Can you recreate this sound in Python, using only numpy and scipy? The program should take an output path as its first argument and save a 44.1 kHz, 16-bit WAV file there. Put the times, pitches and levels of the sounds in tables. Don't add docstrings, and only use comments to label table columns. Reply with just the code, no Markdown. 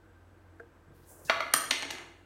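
import sys
import numpy as np
from scipy import signal
from scipy.fft import rfft, irfft
from scipy.io import wavfile
from scipy.ndimage import uniform_filter1d

SR = 44100
rng = np.random.default_rng(int(sys.argv[2]) if len(sys.argv) > 2 else 0)


def how_loud(loudness_db):
    steps = np.asarray(loudness_db, float) / 20
    return 10 ** steps


def waveform_to_disk(signal):
    frames = np.transpose(np.atleast_2d(signal))
    scaled = np.clip(frames, -1, 1) * 32767
    samples = np.round(scaled).astype(np.int16)
    wavfile.write(sys.argv[1], SR, samples)


N = 99313
ATTACK_S = 0.00071


def level(x, db):
    return x * how_loud(db) / np.sqrt(np.mean(x ** 2))


def energy_level(x, db):
    return x * how_loud(db) / np.sqrt(np.sum(x ** 2))


def shaped(x, gain):
    return irfft(rfft(x) * gain(np.arange(len(x) // 2 + 1) * SR / len(x) + 1), len(x))


def on_log(points, hz):
    point_hz, value = np.array(points).T
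    return np.interp(np.log(hz), np.log(point_hz), value)


def walk(rate):
    k = int(SR / rate)
    steps = np.repeat(rng.standard_normal(N // k + 1), k)
    drift = uniform_filter1d(uniform_filter1d(steps, k), k)[:N]
    return drift / drift.std()


def narrow(hz, width, db):
    noise = rng.standard_normal(N)
    return level(shaped(noise, lambda f: 1 / (1 + (2 * (f - hz) / width) ** 2)), db)


def decay(t, t60):
    return 1000. ** (-t / t60)


def ring(modes, t, chance):
    hz, db, t60 = np.array(modes).T[:, :, None]
    detune, scatter, turn = chance[:, :len(hz), None]
    hz = hz * (1 + .006 * detune)
    gain = how_loud(db + 1.5 * scatter)
    tones = gain * np.sin(2 * np.pi * hz * t + 9 * turn) * decay(t, t60)
    swell = np.sin(np.clip(t / ATTACK_S, 0, 1) * np.pi / 2) ** 2
    return swell * tones.sum(axis=0)


# f/Hz, level/dB, t60/s
TABLE_MODES = [(135, -7, 0.13), (278.8, -8.5, 0.13), (345, -13.5, 0.23), (443.5, -13.5, 0.1),
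               (662, -5, 0.036)]


def knocks(hits, modes):
    out, t = np.zeros(N + SR), np.arange(SR // 4) / SR
    crack_hz, crack_t60_s = 5000, 0.023
    for s, db, contact_ms, table_db, crack_db in hits:
        chance, noise = rng.standard_normal((3, 16)), rng.standard_normal(len(t))
        keep = np.exp(-1000 / (max(contact_ms, .005) * SR))
        body = signal.lfilter([1 - keep], [1, -keep], ring(modes, t, chance))
        body = how_loud(db) * body / np.abs(body).max()
        thud = how_loud(table_db) * ring(TABLE_MODES, t, chance[:, ::-1])
        crack = shaped(noise, lambda f: f / crack_hz / (1 + (f / crack_hz) ** 3))
        crack = how_loud(crack_db) * crack * np.minimum(t / ATTACK_S, 1) * decay(t, crack_t60_s)
        i = int(s * SR)
        out[i:i + len(t)] += body + thud + crack
    return out[:N]


# f/Hz, level/dB per Hz
TONE_COLOUR = [(28, -48), (70, -6), (130, -14), (480, -18), (1500, -21), (2200, -29.5), (4500, -40.5),
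               (16000, -48.5)]
# f/Hz, width/Hz, level/dB
HUMS = [(327.3, 80, -66.5), (479.5, 22, -73.5), (1570, 75, -76.5), (7900, 60, -92.5)]
# f/Hz, level/dB, wobble/dB
MOTOR = [(48, -68, 1.2), (90, -63, 1.8)]


def room_tone():
    t = np.arange(N) / SR
    drift_db = 0
    air = shaped(rng.standard_normal(N), lambda f: how_loud(on_log(TONE_COLOUR, f)))
    out = level(air, -62.5) * how_loud(drift_db * walk(12))
    out = out + sum(narrow(*hum) for hum in HUMS)
    for hz, db, wobble_db in MOTOR:
        pitch_drift = np.cumsum(2.41 * walk(18.0)) / SR
        tone = level(np.sin(2 * np.pi * (hz * t + pitch_drift)), db)
        out = out + tone * how_loud(wobble_db * walk(8.2))
    return out


# start t/s, attack/s, hold/s, release/s, low edge f/Hz
RUSTLES = [
    (.91, .05, .07, .08, 9500),
    (1.035, .06, .02, .1, 6500),
    (1.222, .012, .05, .12, 9500),
    (1.245, .006, .025, .04, 4200),
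    (1.93, .04, .05, .06, 700),
    (1.02, .08, .18, .05, 300),
    (.3, .1, .2, .03, 400),
    (.9, .06, .08, .08, 3000),
    (1.16, .03, .01, .02, 5600),
]
RUSTLE_DB = [-70, -55.5, -65, -52.5, -53.5, -60.5, -73, -75, -69]


def rustle():
    t, out = np.arange(N) / SR, 0
    for (s, attack, hold, release, low_hz), db in zip(RUSTLES, RUSTLE_DB):
        rise = np.clip((t - s) / attack, 0, 1) ** 2
        fall = np.exp(-np.clip(t - s - attack - hold, 0, None) / release)
        high_hz = 2.2 * low_hz
        hiss = shaped(rng.standard_normal(N), lambda f: 1 / (1 + (low_hz / f) ** 6) / (1 + (f / high_hz) ** 3))
        out = out + rise * fall * level(hiss, db) * how_loud(2 * walk(30))
    return out


# f/Hz, level/dB, t60/s
BOARD_MODES = [(465, -11, 0.14), (692, -9.5, 0.05), (1330, -9.5, 0.038), (1617, 3, 0.046),
               (2724, -43, 0.013), (3860, -34, 0.02)]
# t/s, level/dB, contact/ms, tabletop level/dB, crack level/dB
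BOARD_HITS = [
    (.5975, -39.5, .1, -66, -54),
    (.6005, -33.5, 0.27, -68, -57),
    (.632, -47, 0.47, -67, -80),
]


def board_taps():
    return knocks(BOARD_HITS, BOARD_MODES)


# f/Hz, t60/s
ROOM_T60 = [(150, 1), (400, 0.76), (1000, 0.67), (3000, 0.69), (6000, 0.47), (10000, 0.67), (13000, 0.08),
            (16000, 0.41)]


def room(x):
    t, tail = np.arange(SR) / SR, 0
    noise, early = rng.standard_normal((2, SR))
    for hz in 60 * 2 ** np.arange(0, 8.3, .5):
        band = shaped(noise, lambda f: np.cos(np.clip(np.log2(f / hz) * 2, -1, 1) * np.pi / 2) ** 2)
        tail = tail + band * decay(t, on_log(ROOM_T60, hz))
    tail = tail * (1 - np.exp(-t / 0.0026))
    early = early * decay(t, 0.039)
    return signal.fftconvolve(x, energy_level(tail, -3.5) + energy_level(early, -7))[:N]


# f/Hz, level/dB, t60/s
ARM_MODES = [(140, 0, .09), (210, -5, .07), (400, -8, .05), (800, -12, .03)]
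# t/s, level/dB, contact/ms, tabletop level/dB, crack level/dB
ARM_HITS = [
    (.878, -53, .3, -61.5, -82),
    (.905, -55.5, .5, -49, -77),
    (1.25, -51.5, .5, -65, -92),
    (1.555, -48.5, 0.72, -57.5, -70.5),
]


def arm_bumps():
    return knocks(ARM_HITS, ARM_MODES)


# f/Hz, width/Hz, level/dB, landing t/s
SKID = [
    (1710, 290, -38, 1.2968),
    (2650, 200, -41, 1.2968),
    (1850, 400, -38, 1.537),
]


def skid():
    t, out = np.arange(N) / SR, 0
    for hz, width, db, landing_s in SKID:
        growth = np.exp(-np.abs(landing_s - t) / .007) * (t < landing_s)
        out = out + narrow(hz, width, db) * growth
    return out


# f/Hz, level/dB, t60/s
END_MODES = [(713, -11, 0.012), (930, -9.5, 0.03), (1400, -24.5, 0.017), (1298, 4.5, 0.01),
             (1704, -2, 0.019), (2114, -5, 0.039), (2520, -2.5, 0.015), (2886, -8.5, 0.021),
             (3770, -1.5, 0.01), (4430, -4, 0.016), (5100, -7, .005), (5876, -8, 0.02),
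             (9100, -38.5, 0.013), (12380, -44.5, 0.018)]
# t/s, level/dB, contact/ms, tabletop level/dB, crack level/dB
END_HITS = [
    (1.2968, -10, 0.043, -38.5, -25),
    (1.2995, -11.5, 0.13, -42.5, -31),
    (1.3025, -12, 0.19, -45, -39),
    (1.3062, -20.5, 0.16, -53.5, -38.5),
    (1.4045, -21, 0.15, -49.5, -42),
    (1.465, -32.5, .05, -42.5, -47),
]


def end_landing():
    return knocks(END_HITS, END_MODES)


# f/Hz, level/dB, t60/s
KNOCK_MODES = [(387, -22, 0.049), (672, -6, 0.055), (2088, -1, 0.025), (2520, -6.5, 0.012),
               (2750, -7, 0.031), (3280, -3.5, 0.011), (4440, -8, .009), (5420, -14, 0.0067)]
# t/s, level/dB, contact/ms, tabletop level/dB, crack level/dB
KNOCK_HITS = [
    (1.2972, -14, 0.02, -51, -50),
    (1.2995, -17, 0.035, -53, -48.5),
]


def bending_knock():
    return knocks(KNOCK_HITS, KNOCK_MODES)


# f/Hz, level/dB, t60/s
BOUNCE_MODES = [(642, -15, 0.088), (1173, -13, 0.051), (1398, -11, 0.033), (2060, -9, .03),
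                (3268, -15, 0.022), (4260, -17.5, .015), (8950, -26.5, .012)]
# t/s, level/dB, contact/ms, tabletop level/dB, crack level/dB
BOUNCE_HITS = [
    (1.405, -21, 0.063, -47, -30),
]


def middle_bounce():
    return knocks(BOUNCE_HITS, BOUNCE_MODES)


# f/Hz, level/dB, t60/s
TIP_MODES = [(1800, -22, .01), (5800, -20, .012), (8840, -3, .012), (9115, 0, .014), (12190, -16, .012),
             (12700, -13, .012), (15200, -20, .006)]
# t/s, level/dB, contact/ms, tabletop level/dB, crack level/dB
TIP_HITS = [(1.515, -51, .01, -78.5, -64), (1.5262, -58.5, .01, -80, -64),
            (1.5378, -10.5, 0.0091, -80.5, -38), (1.5472, -17, 0.0091, -46.5, -24),
            (1.5565, -27, .01, -64, -37), (1.5632, -18.5, .01, -66.5, -37.5),
            (1.5672, -21.5, .01, -70, -37.5), (1.5718, -21, .01, -61, -27), (1.5775, -23, .01, -69.5, -46),
            (1.585, -32, .01, -67, -35), (1.701, -44, .01, -83, -55)]


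def tip_chatter():
    return knocks(TIP_HITS, TIP_MODES)


# f/Hz, level/dB, t60/s
FLAT_MODES = [(647, -50, 0.017), (1266, -13, 0.014), (1760, -5, 0.0083), (2240, -15, 0.0025),
              (3270, -9.5, 0.004), (4110, -21.5, 0.0082), (5780, -15.5, 0.019), (6430, -18, 0.0099),
              (7480, -22, 0.013), (8820, -3.5, 0.0075), (11160, -12.5, 0.004), (12030, -9, 0.0093),
              (13020, -7, 0.011), (14600, -3, .003)]
# t/s, level/dB, contact/ms, tabletop level/dB, crack level/dB
FLAT_HITS = [
    (1.537, -11.5, 0.014, -29, -6),
    (1.5392, -9.5, 0.068, -39.5, -32),
]


def flat_slap():
    return knocks(FLAT_HITS, FLAT_MODES)


# f/Hz, level/dB, t60/s
ROW_MODES = [(500, -31, 0.018), (830, -18, 0.019), (1300, -10.5, 0.0067), (1733, -7.5, 0.01),
             (2140, -2, 0.0086), (2867, -0.5, 0.0059), (3607, -2, 0.0064), (4300, 0, 0.0053),
             (5720, -2, 0.0057), (6480, 3, 0.0036), (8120, -2.5, 0.0029), (8970, -13.5, 0.014),
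             (12450, -24, 0.024)]
# t/s, level/dB, contact/ms, tabletop level/dB, crack level/dB
ROW_HITS = [(1.7082, -13.5, 0.02, -35, -20.5), (1.7105, -8.5, 0.027, -37, -19),
            (1.713, -18.5, 0.087, -33.5, -47), (1.7165, -23, 0.081, -35, -48),
            (1.7385, -25, 0.11, -44, -51), (1.760, -26, .05, -51, -50), (1.8238, -22, 0.053, -36.5, -45),
            (1.8291, -21.5, 0.2, -34, -56), (1.850, -32.5, 0.23, -37, -52), (1.9045, -24, 0.1, -40.5, -54),
            (1.907, -24, 0.017, -38, -34.5), (1.909, -24.5, 0.13, -40, -23), (1.934, -39, 0.19, -34.5, -55),
            (1.951, -30, 0.17, -47, -61), (1.984, -30, 0.22, -46, -54.5)]


def row_clicks():
    return knocks(ROW_HITS, ROW_MODES)


def scene():
    pencil = end_landing() + middle_bounce() + flat_slap() + row_clicks()
    knock = bending_knock()
    low_cut = signal.butter(3, 278, "high", fs=SR, output="sos")
    near = signal.sosfilt(low_cut, pencil) + arm_bumps()
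    board, tip = board_taps(), tip_chatter()
    room_send = near + how_loud(-4.5) * knock + how_loud(-24) * board + how_loud(-6) * tip
    direct = near + board + tip + knock
    return (direct + room(room_send) + skid() + rustle() + room_tone())[None]


# from t/s, to t/s, top f/Hz
BANDWIDTH = [(0, 1.293, 15900), (1.305, 1.533, 15900), (1.543, 1.704, 15900), (1.712, 1.8, 15900),
             (1.72, 1.815, 13400), (1.8, 2.3, 15800), (1.835, 1.9, 13600), (1.915, 2.0, 13700)]


def narrowed(x):
    t = np.arange(N) / SR
    for start, end, top_hz in BANDWIDTH:
        inside = 1. * ((t >= start) & (t < end))
        gate = uniform_filter1d(inside, size=300, mode="nearest")
        x = x - gate * shaped(x, lambda f: f > top_hz)
    return x


def band_limit(x):
    return signal.sosfilt(signal.butter(12, 17110, fs=SR, output="sos"), x)


def record(dry):
    top_cut = signal.ellip(8, .5, 60, 16900, fs=SR, output="sos")
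    mix = signal.sosfilt(top_cut, narrowed(dry[0])[None])
    return band_limit(mix)


dry = scene()
out = record(dry)
waveform_to_disk(out)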